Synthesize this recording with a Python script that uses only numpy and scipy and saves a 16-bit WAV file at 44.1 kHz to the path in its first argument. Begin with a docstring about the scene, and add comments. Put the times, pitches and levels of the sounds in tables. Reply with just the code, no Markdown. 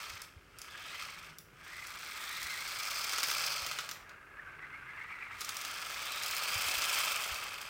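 """A small battery toy truck on the tiled floor of a hard room, followed with a hand-held microphone.
It coasts down, makes a short run, then a longer one: plastic gears whirr, the wheels shake the loose
shell into a rattle and clack over the joints. At 4 s it enters a shaggy rug, where little but the
labouring gears is left. From 5.4 s it is back on tile and rattles past close to the microphone.
Soft handling thumps, the low rush of the room and a faint hum lie underneath."""
import sys
import numpy as np
from scipy import signal
from scipy.fft import rfft, irfft
from scipy.io import wavfile
from scipy.ndimage import uniform_filter1d

SR = 44100
rng = np.random.default_rng(int(sys.argv[2]) if len(sys.argv) > 2 else 0)


def persist_wave(psi):
    """Save psi, clipped to +-1, as 16-bit WAV."""
    counts = np.round(np.clip(psi, -1, 1) * 32767).astype(np.int16)
    wavfile.write(sys.argv[1], SR, np.atleast_2d(counts).T)


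N = 339129

# the legs of the drive: t/s, gear level at the microphone/dB, tooth rate/Hz
COAST = [(0, -47, 2150), (.15, -49.5, 2080), (.23, -52.5, 1900), (.33, -61.5, 1650), (.46, -63.5, 1400)]
SHORT_RUN = [(0.551, -59.5, 1400), (.66, -53, 1600), (0.799, -50.5, 1654), (1.03, -47.5, 2296),
             (1.15, -51, 1961), (1.281, -51.5, 1546), (1.42, -63.5, 1384)]
LONG_RUN = [(1.531, -61.5, 1493), (1.65, -52, 1710), (1.76, -49.5, 2020), (2.12, -46.5, 2097),
            (2.23, -45, 1780), (2.45, -44.5, 2019), (2.65, -44.5, 2119), (2.85, -43, 2389),
            (3.45, -41.5, 2330), (3.8, -47.5, 2280)]
RUG_CROSSING = [(4.05, -55, 1696), (4.11, -52, 1654), (4.2, -57, 1575), (4.34, -55.5, 1543),
                (4.5, -52.5, 1551), (4.85, -50.5, 1581), (5.05, -48, 1899), (5.37, -47.5, 2053)]
CLOSE_PASS = [(5.6, -45, 1661), (5.85, -44.5, 1682), (6.3, -42.5, 1989), (6.55, -40.5, 2545),
              (7.03, -39, 2550), (7.23, -42, 2388), (7.69, -48.5, 2443)]
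# how far the wheels are in the pile of the rug: t/s, share (0-1)
ON_RUG = [(3.95, 0), (4.1, 0.98), (5.3, 1), (5.42, 0.05)]
# bursts of throttle load the gears: crest t/s, half length/s, whine lift/dB, lift of its octave/dB
THROTTLE = [(0.756, 0.04, 11, 8), (.87, 0.038, -2, 7), (.96, .05, 13, 1), (1.77, 0.094, 13.5, -7),
            (2.299, 0.08, 2, 5), (2.52, 0.16, 13, 4.5), (3.482, 0.11, -5, 7), (6.15, .15, -8, 9),
            (6.52, 0.077, 5, 4.5)]
# gears surge as the wheels slip and grip in the pile: crest t/s, f/Hz, level/dB, half length/s
SURGES = [(4.39, 1687, -48, 0.0089), (4.4, 1690, -45, 0.0078), (4.482, 1590, -49, .014),
          (4.637, 2000, -47, 0.02), (4.749, 2132, -46, 0.017), (4.899, 2088, -48, 0.02),
          (4.989, 2000, -43, 0.0047), (5.022, 2168, -39.5, 0.0062), (5.119, 2293, -43.5, 0.016),
          (5.23, 2344, -44, 0.014), (5.329, 2154, -44, 0.0087)]
# the side facing the microphone: t/s, chassis ring/dB, shell ring/dB (both re rattle), tyre lift/dB
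FACING = [(0, -4.5, -4, 0.5), (.9, 1, -4.5, 0.5), (2.35, -17, -11, -6), (2.95, -13, -2.5, -0.5),
          (3.6, -2.5, 0, 4), (4.4, -9, -18, 7), (5.1, -8, -26, -11), (5.7, -4, -3, -0.5),
          (7.69, -2, -16, 4)]
# the chassis clacks at tile joints and jolts: t/s, strength/dB, offset for the low body/dB
CLACKS = [(0.097, -46, -17), (0.2185, -39, -15), (0.5863, -42, -11), (.617, -40.5, -10), (1.023, -53, 10),
          (1.3852, -40.5, -25), (1.8694, -41.5, -12), (2.261, -49, -14), (2.4298, -37, -12),
          (2.4687, -42, -6), (2.9936, -38, -5), (3.1342, -38.5, 3), (3.1831, -33.5, 0), (3.2313, -26.5, -7),
          (3.2845, -32, -7), (3.3131, -31, -3), (3.465, -32.5, -26), (3.6638, -33.5, -6),
          (3.713, -40.5, 3.5), (3.787, -40, 6.5), (3.8047, -43, -6.5), (3.8906, -38.5, -3.5),
          (3.913, -37, -5), (4.0937, -56.5, -0.5), (5.4076, -34.5, -22), (5.4153, -37, -5),
          (5.447, -37, -18), (5.4911, -32, -7.5), (5.5683, -33.5, -27), (5.6137, -39, -13),
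          (5.6497, -38, -3.5), (6.2347, -34, -23), (6.2622, -32.5, -12), (6.2808, -35, -18),
          (6.3108, -35, -11), (6.3662, -32, -10), (6.6846, -33, -3), (6.82, -38.5, 5), (6.9435, -30, -11),
          (6.9823, -45.5, 11), (7.2424, -34.5, -24), (7.3432, -36.5, -14), (7.6151, -41.5, -25)]
# handling thumps at the microphone: t/s, peak level/dB, f/Hz
THUMPS = [(.1, -53, 60), (0.133, -50.5, 99.5), (0.363, -45.5, 80), (.57, -63, 109), (2.44, -50, 69.5),
          (3.621, -47.5, 74.4), (6.556, -40.5, 94), (6.662, -49, 84.3), (6.772, -50, 59.8),
          (7.315, -44, 67.9)]
# swells of the background hum: crest t/s, level/dB
HUM_SWELLS = [(1.35, -69), (2.55, -78), (3.65, -68.5), (4.8, -73)]
# colours of the truck's parts and of the room's rush: f/Hz, relative level/dB
GEARBOX_COLOUR = [(600, -22.5), (900, -8.5), (1080, -7), (1200, 1), (1370, 1), (1490, -3.5), (1640, 0),
                  (1850, -6), (2120, -1), (2400, -4.5), (2750, -8), (3100, -19), (5000, -32)]
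SHELL_COLOUR = [(700, -22), (1250, 0), (1850, -9.5), (2300, 7), (2850, -4), (3400, 3.5), (3850, -2.5),
                (4250, -1.5), (5500, -2), (7000, -8), (8200, -4.5), (9500, -14.5), (12000, -14.5)]
TICK_COLOUR = [(7000, -2.5), (9000, -3.5), (10300, -6.5), (11300, -12), (13200, -7.5), (14700, 1.5),
               (16000, -12)]
TYRE_COLOUR = [(150, -12.5), (290, -13.5), (400, -8), (720, -1.5), (950, -2), (1300, 8.5), (2500, -54.5)]
CLACK_TOP_COLOUR = [(1500, -22.5), (3000, -11.5), (4000, -2.5), (5000, 7.5), (7000, 3), (11000, -1.5),
                    (14500, -2.5), (16000, 0)]
CLACK_BODY_COLOUR = [(300, -14.5), (900, -21), (1250, 1), (1800, -9), (2500, -7), (3500, -7), (6000, -10.5)]
ROOM_COLOUR = [(20, -16), (45, 3), (75, 0), (100, 2.5), (125, -5), (160, -3.5), (230, -8.5), (400, -5),
               (900, -16), (3000, -23.5), (16000, -31.5)]
# resonances of chassis, shell, hollow wheels, motor casing and brushes: f/Hz, width/Hz, gain/dB
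CHASSIS_MODES = [(2554, 170, -2), (3176, 110, -3), (1277, 450, -13.5)]
SHELL_MODES = [(4310, 790, 1), (5160, 720, 4.5), (6300, 280, 0), (8050, 200, -6)]
WHEEL_MODES = [(594, 60, 10), (370, 135, -2)]
MOTOR_MODES = [(230, 44, -1.5), (358, 79, 0.5), (10550, 350, -15)]
# how parts follow the drive: base level/dB, dB per gear dB, dB per octave of speed, change on rug/dB
RATTLE_LAW = (-45.5, 1.53, 3.5, -16)
TICK_LAW = (-52.5, 2.1, 1, -19)
ROLL_LAW = (-56.5, 1.34, -2, -4.5)
MOTOR_LAW = (-74.5, 0.9, -10.5, 1)
# the mesh sings as the motor labours: level re gears/dB, dB per octave of speed, change on rug/dB
WHINE_LAW, OCTAVE_LAW = (-13, -5, 8.55), (-11, 7.5, -13)
CRUISE_DB, CRUISE_TEETH_HZ = -45, 2000   # the drive at which these laws give their base levels


def running_truck(surge_lift_db=2, surge_half_s=0.016):
    """Drive, speed and ground set the level of every part; throttle brings out the whine."""
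    drive_db, teeth_hz = in_time(COAST + SHORT_RUN + LONG_RUN + RUG_CROSSING + CLOSE_PASS)
    drive_db += surge_lift_db * np.max([swell(s, surge_half_s) for s, *_ in SURGES], axis=0)
    on_rug, = in_time(ON_RUG)
    chassis_db, shell_db, tyre_lift_db = in_time(FACING)
    octaves = np.log2(teeth_hz / CRUISE_TEETH_HZ)
    rattle_db, tick_db, roll_db, strain_db = [
        db + growth * (drive_db - CRUISE_DB) + speed_db * octaves + rug_db * on_rug
        for db, growth, speed_db, rug_db in (RATTLE_LAW, TICK_LAW, ROLL_LAW, MOTOR_LAW)]
    whine_db, octave_db = [db + speed_db * octaves + rug_db * on_rug
                           for db, speed_db, rug_db in (WHINE_LAW, OCTAVE_LAW)]
    for s, half_s, whine_lift_db, octave_lift_db in THROTTLE:
        load = swell(s, half_s)
        whine_db += whine_lift_db * load
        octave_db += octave_lift_db * load
    drivetrain = gears(drive_db, teeth_hz, whine_db, octave_db, on_rug) + surges() + motor(strain_db)
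    return drivetrain + rattle(rattle_db, tick_db, chassis_db, shell_db) + tyres(roll_db + tyre_lift_db)


def gears(drive_db, teeth_hz, whine_db, octave_db, on_rug):
    """Teeth knock unevenly and their mesh sings a rough whine; the rug tugs at speed and level."""
    tug = on_rug * drift(14)
    wobble, backlash = .013 * drift(35), .045 * drift(260)
    teeth_passed = np.cumsum(teeth_hz * (1 + .035 * tug + wobble + backlash)) / SR
    knocks = np.diff(np.floor(teeth_passed), prepend=0) * rng.standard_normal(N)   # on either flank
    whirr = steady(through(knocks * from_db(2.5 * drift(49) - 1.3 * tug), GEARBOX_COLOUR))
    phase = 2 * np.pi * teeth_passed
    whine = steady(np.sin(phase) * from_db(4 * drift(90)))
    scatter = 0.95 * drift(300)   # uneven teeth blur the octave to a rasp
    octave = steady(np.sin(2 * phase + scatter) * from_db(4 * drift(120)))
    mesh = from_db(whine_db) * whine + from_db(octave_db) * octave
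    return from_db(drive_db) * (from_db(-1) * whirr + mesh)


def surges(wobble=0.04, octave_db=-30, flutter_db=2.5):
    """Brief rough swells of whine as the wheels slip and grip in the rug."""
    t, out = np.arange(N) / SR, np.zeros(N)
    clock = np.cumsum(1 + wobble * drift(151.2)) / SR
    for s, hz, db, half_s in SURGES:
        near = np.abs(t - s) < .1
        phase = 2 * np.pi * hz * clock[near]
        whine = np.sqrt(2) * (np.sin(phase) + from_db(octave_db) * np.sin(2 * phase))
        out[near] += from_db(db) * swell(s, half_s)[near] * whine
    return out * rms_one(from_db(flutter_db * drift(160)))


def rattle(rattle_db, tick_db, chassis_db, shell_db, shake_db=1.58):
    """Loose parts buzz against shell and chassis; hard little contacts add bright ticks."""
    shake = from_db(shake_db * drift(36))   # the wheels jolt all parts together
    blows = impacts(per_s=1700, spread_db=3) * shake
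    hard = impacts(per_s=300, spread_db=3.5) * shake
    buzz = from_db(-0.4) * steady(through(contacts(blows + .3 * hard, decay_s=0.0028), SHELL_COLOUR))
    rings = from_db(chassis_db) * steady(resonate(contacts(blows, decay_s=0.0012), CHASSIS_MODES))
    rings += from_db(shell_db) * steady(resonate(contacts(blows, decay_s=0.0007), SHELL_MODES))
    ticks = steady(through(contacts(0.18 * blows + hard, decay_s=0.0022), TICK_COLOUR))
    return from_db(rattle_db) * (buzz + rings) + from_db(tick_db) * ticks


def contacts(blows, decay_s):
    """Every blow sets off a short burst of micro-impacts between plastic parts."""
    energy = signal.lfilter([1], [1, -np.exp(-2 / (decay_s * SR))], blows ** 2 + 1e-18)
    return np.sqrt(energy) * rng.standard_normal(N)


def clacks(bounce_s=0.0034, bounce_db=-5, ping_db=-8, ping_s=0.002, ping_hz=4800, size=3000):
    """Each jolt slaps the chassis against its stops, with one weaker rebound; one part pings briefly."""
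    top, body, pings = np.zeros((3, N + size))
    age = np.arange(size) / SR
    for s, db, body_db in CLACKS:
        hz = ping_hz * np.exp(.12 * rng.standard_normal())
        ping = np.exp(-age / ping_s) * np.sin(2 * np.pi * hz * age)
        for delay, hit_db in [(0, db), (bounce_s * rng.uniform(0.71, 1.5), db + bounce_db)]:
            at = min(int((s + delay) * SR), N)
            hit = chatter(decay_s=0.0014)
            top[at:at + len(hit)] += from_db(hit_db) * hit
            body[at:at + len(hit)] += from_db(hit_db + body_db) * chatter(decay_s=0.0045)
            pings[at:at + size] += from_db(hit_db + ping_db) * ping
    snap = from_db(19) * through(top, CLACK_TOP_COLOUR)
    return snap + from_db(24.5) * through(body, CLACK_BODY_COLOUR) + pings[:N]


def chatter(decay_s, size=1500):
    """One contact of plastic parts: a dying burst of micro-impacts, of unit energy."""
    burst = rng.standard_normal(size) * np.exp(-np.arange(size) / (decay_s * SR))
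    return burst / np.linalg.norm(burst)


def tyres(roll_db):
    """Tread blocks patter on the floor and set the hollow wheels ringing."""
    patter = impacts(per_s=1500, spread_db=4)
    tread = from_db(2.05) * steady(through(patter, TYRE_COLOUR))
    wheels = from_db(-11.5) * steady(resonate(patter, WHEEL_MODES))
    return from_db(roll_db) * (tread + wheels)


def motor(strain_db):
    """The loaded motor's casing drones low and its brushes sing thinly."""
    return from_db(strain_db) * rms_one(resonate(rng.standard_normal(N), MOTOR_MODES))


def room_echoes(x, low_t60_s=0.3, treble_t60_s=0.37, split_hz=4500, gap_s=0.00558):
    """Diffuse echoes off tile and plaster; the treble rings a little longer."""
    t, noise = np.arange(SR) / SR, rng.standard_normal(SR)
    low = signal.sosfilt(signal.butter(1, split_hz, fs=SR, output="sos"), noise)
    tail = low * from_db(-60 * t / low_t60_s) + (noise - low) * from_db(-60 * t / treble_t60_s)
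    tail *= t > gap_s
    return signal.fftconvolve(x, tail / np.linalg.norm(tail))[:N]


def handling_thumps(rise_s=0.007):
    """Dull bumps of a few cycles reach the microphone through the hand."""
    out = np.zeros(N)
    for s, db, hz in THUMPS:
        age = np.clip(np.arange(N) / SR - s, 0, 1)
        envelope = age / rise_s * np.exp(1 - age / rise_s)
        out += from_db(db) * envelope * np.sin(2 * np.pi * hz * age)
    return out


def room_tone(rush_db=-63.5, hum_hz=166, sag_hz_per_s=6, hum_floor_db=-81.5, flicker_db=4.5):
    """The low rush of the room and a faint, wavering hum that sinks in pitch and swells now and then."""
    hz = (hum_hz - sag_hz_per_s * np.arange(N) / SR) * (1 + 0.0936 * drift(65))
    hum = np.sqrt(2) * np.sin(2 * np.pi * np.cumsum(hz) / SR)
    level = from_db(hum_floor_db) + sum(from_db(db) * swell(s, half_s=0.19) for s, db in HUM_SWELLS)
    level *= from_db(flicker_db * drift(25))
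    return level * hum + from_db(rush_db) * through(rng.standard_normal(N), ROOM_COLOUR)


def impacts(per_s, spread_db):
    """Random blows, many faint and a few hard."""
    sizes = from_db(spread_db * np.minimum(rng.exponential(1, N), 4))
    return (rng.random(N) < per_s / SR) * sizes * rng.choice([-1, 1], N)


def resonate(x, modes):
    """Parallel resonances of alternating sign, each peaking at its listed gain."""
    out = 0
    for k, (hz, width, db) in enumerate(modes):
        r = np.exp(-np.pi * width / SR)
        ring = signal.lfilter([1, 0, -1], [1, -2 * r * np.cos(2 * np.pi * hz / SR), r * r], x)
        out += (-1) ** k * from_db(db) * (1 - r * r) / 2 * ring
    return out


def through(x, colour, size=4096):
    """Pass a sound through a body of the given colour: a minimum-phase response of unit energy."""
    hz, db = np.transpose(colour)
    octaves = np.log2(np.maximum(np.arange(size // 2 + 1), .5) * SR / size)
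    outside = np.abs(octaves - np.clip(octaves, np.log2(hz[0]), np.log2(hz[-1])))
    gain = from_db(np.interp(octaves, np.log2(hz), db) - 20 * outside)
    cepstrum = irfft(np.log(gain))
    cepstrum[1:size // 2] *= 2   # folding makes the response causal
    cepstrum[size // 2 + 1:] = 0
    response = irfft(np.exp(rfft(cepstrum)))
    return signal.fftconvolve(x, response / np.linalg.norm(response))[:N]


def drift(hz):
    """Smooth random wander of unit rms, mostly slower than hz."""
    r = np.exp(-16 * np.pi * hz / SR)   # the pole at an eighth of the sample rate
    slow = signal.lfilter([1], [1, -2 * r, r * r], rng.standard_normal(N // 8 + 4002))[4000:]
    return np.interp(np.arange(N) / 8, np.arange(len(slow)), rms_one(slow))


def swell(s, half_s):
    """A bell-shaped rise and fall of height 1, cresting at time s."""
    return np.exp(-.5 * np.minimum(((np.arange(N) / SR - s) / half_s) ** 2, 100))


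def in_time(rows):
    """Each column of a timed table, sample by sample."""
    s, *columns = np.transpose(rows)
    return [np.interp(np.arange(N) / SR, s, column) for column in columns]


def steady(x, size=2600):
    """Unit level over some 60 ms, the fast grain kept."""
    return x / np.sqrt(np.maximum(uniform_filter1d(x * x, size), 0) + 1e-12)


def rms_one(x):
    """Scale to unit rms."""
    return x / np.sqrt(np.mean(x ** 2) + 1e-20)


def from_db(db):
    """Decibels to gain."""
    return 10 ** (np.asarray(db) / 20)


def scene():
    """One microphone near the truck: direct sound, echoes, room tone and handling."""
    running, knocks = running_truck(), clacks()
    direct = from_db(-1.16) * running + knocks
    echoes = room_echoes(from_db(-13.5) * running + from_db(-5.5) * knocks)
    return (direct + echoes + room_tone() + handling_thumps())[None]


def record(dry):
    """The top is cut steeply above 15950 Hz."""
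    return signal.sosfilt(signal.ellip(12, .1, 80, 15950, fs=SR, output="sos"), dry)


dry = scene()
out = record(dry)
persist_wave(out)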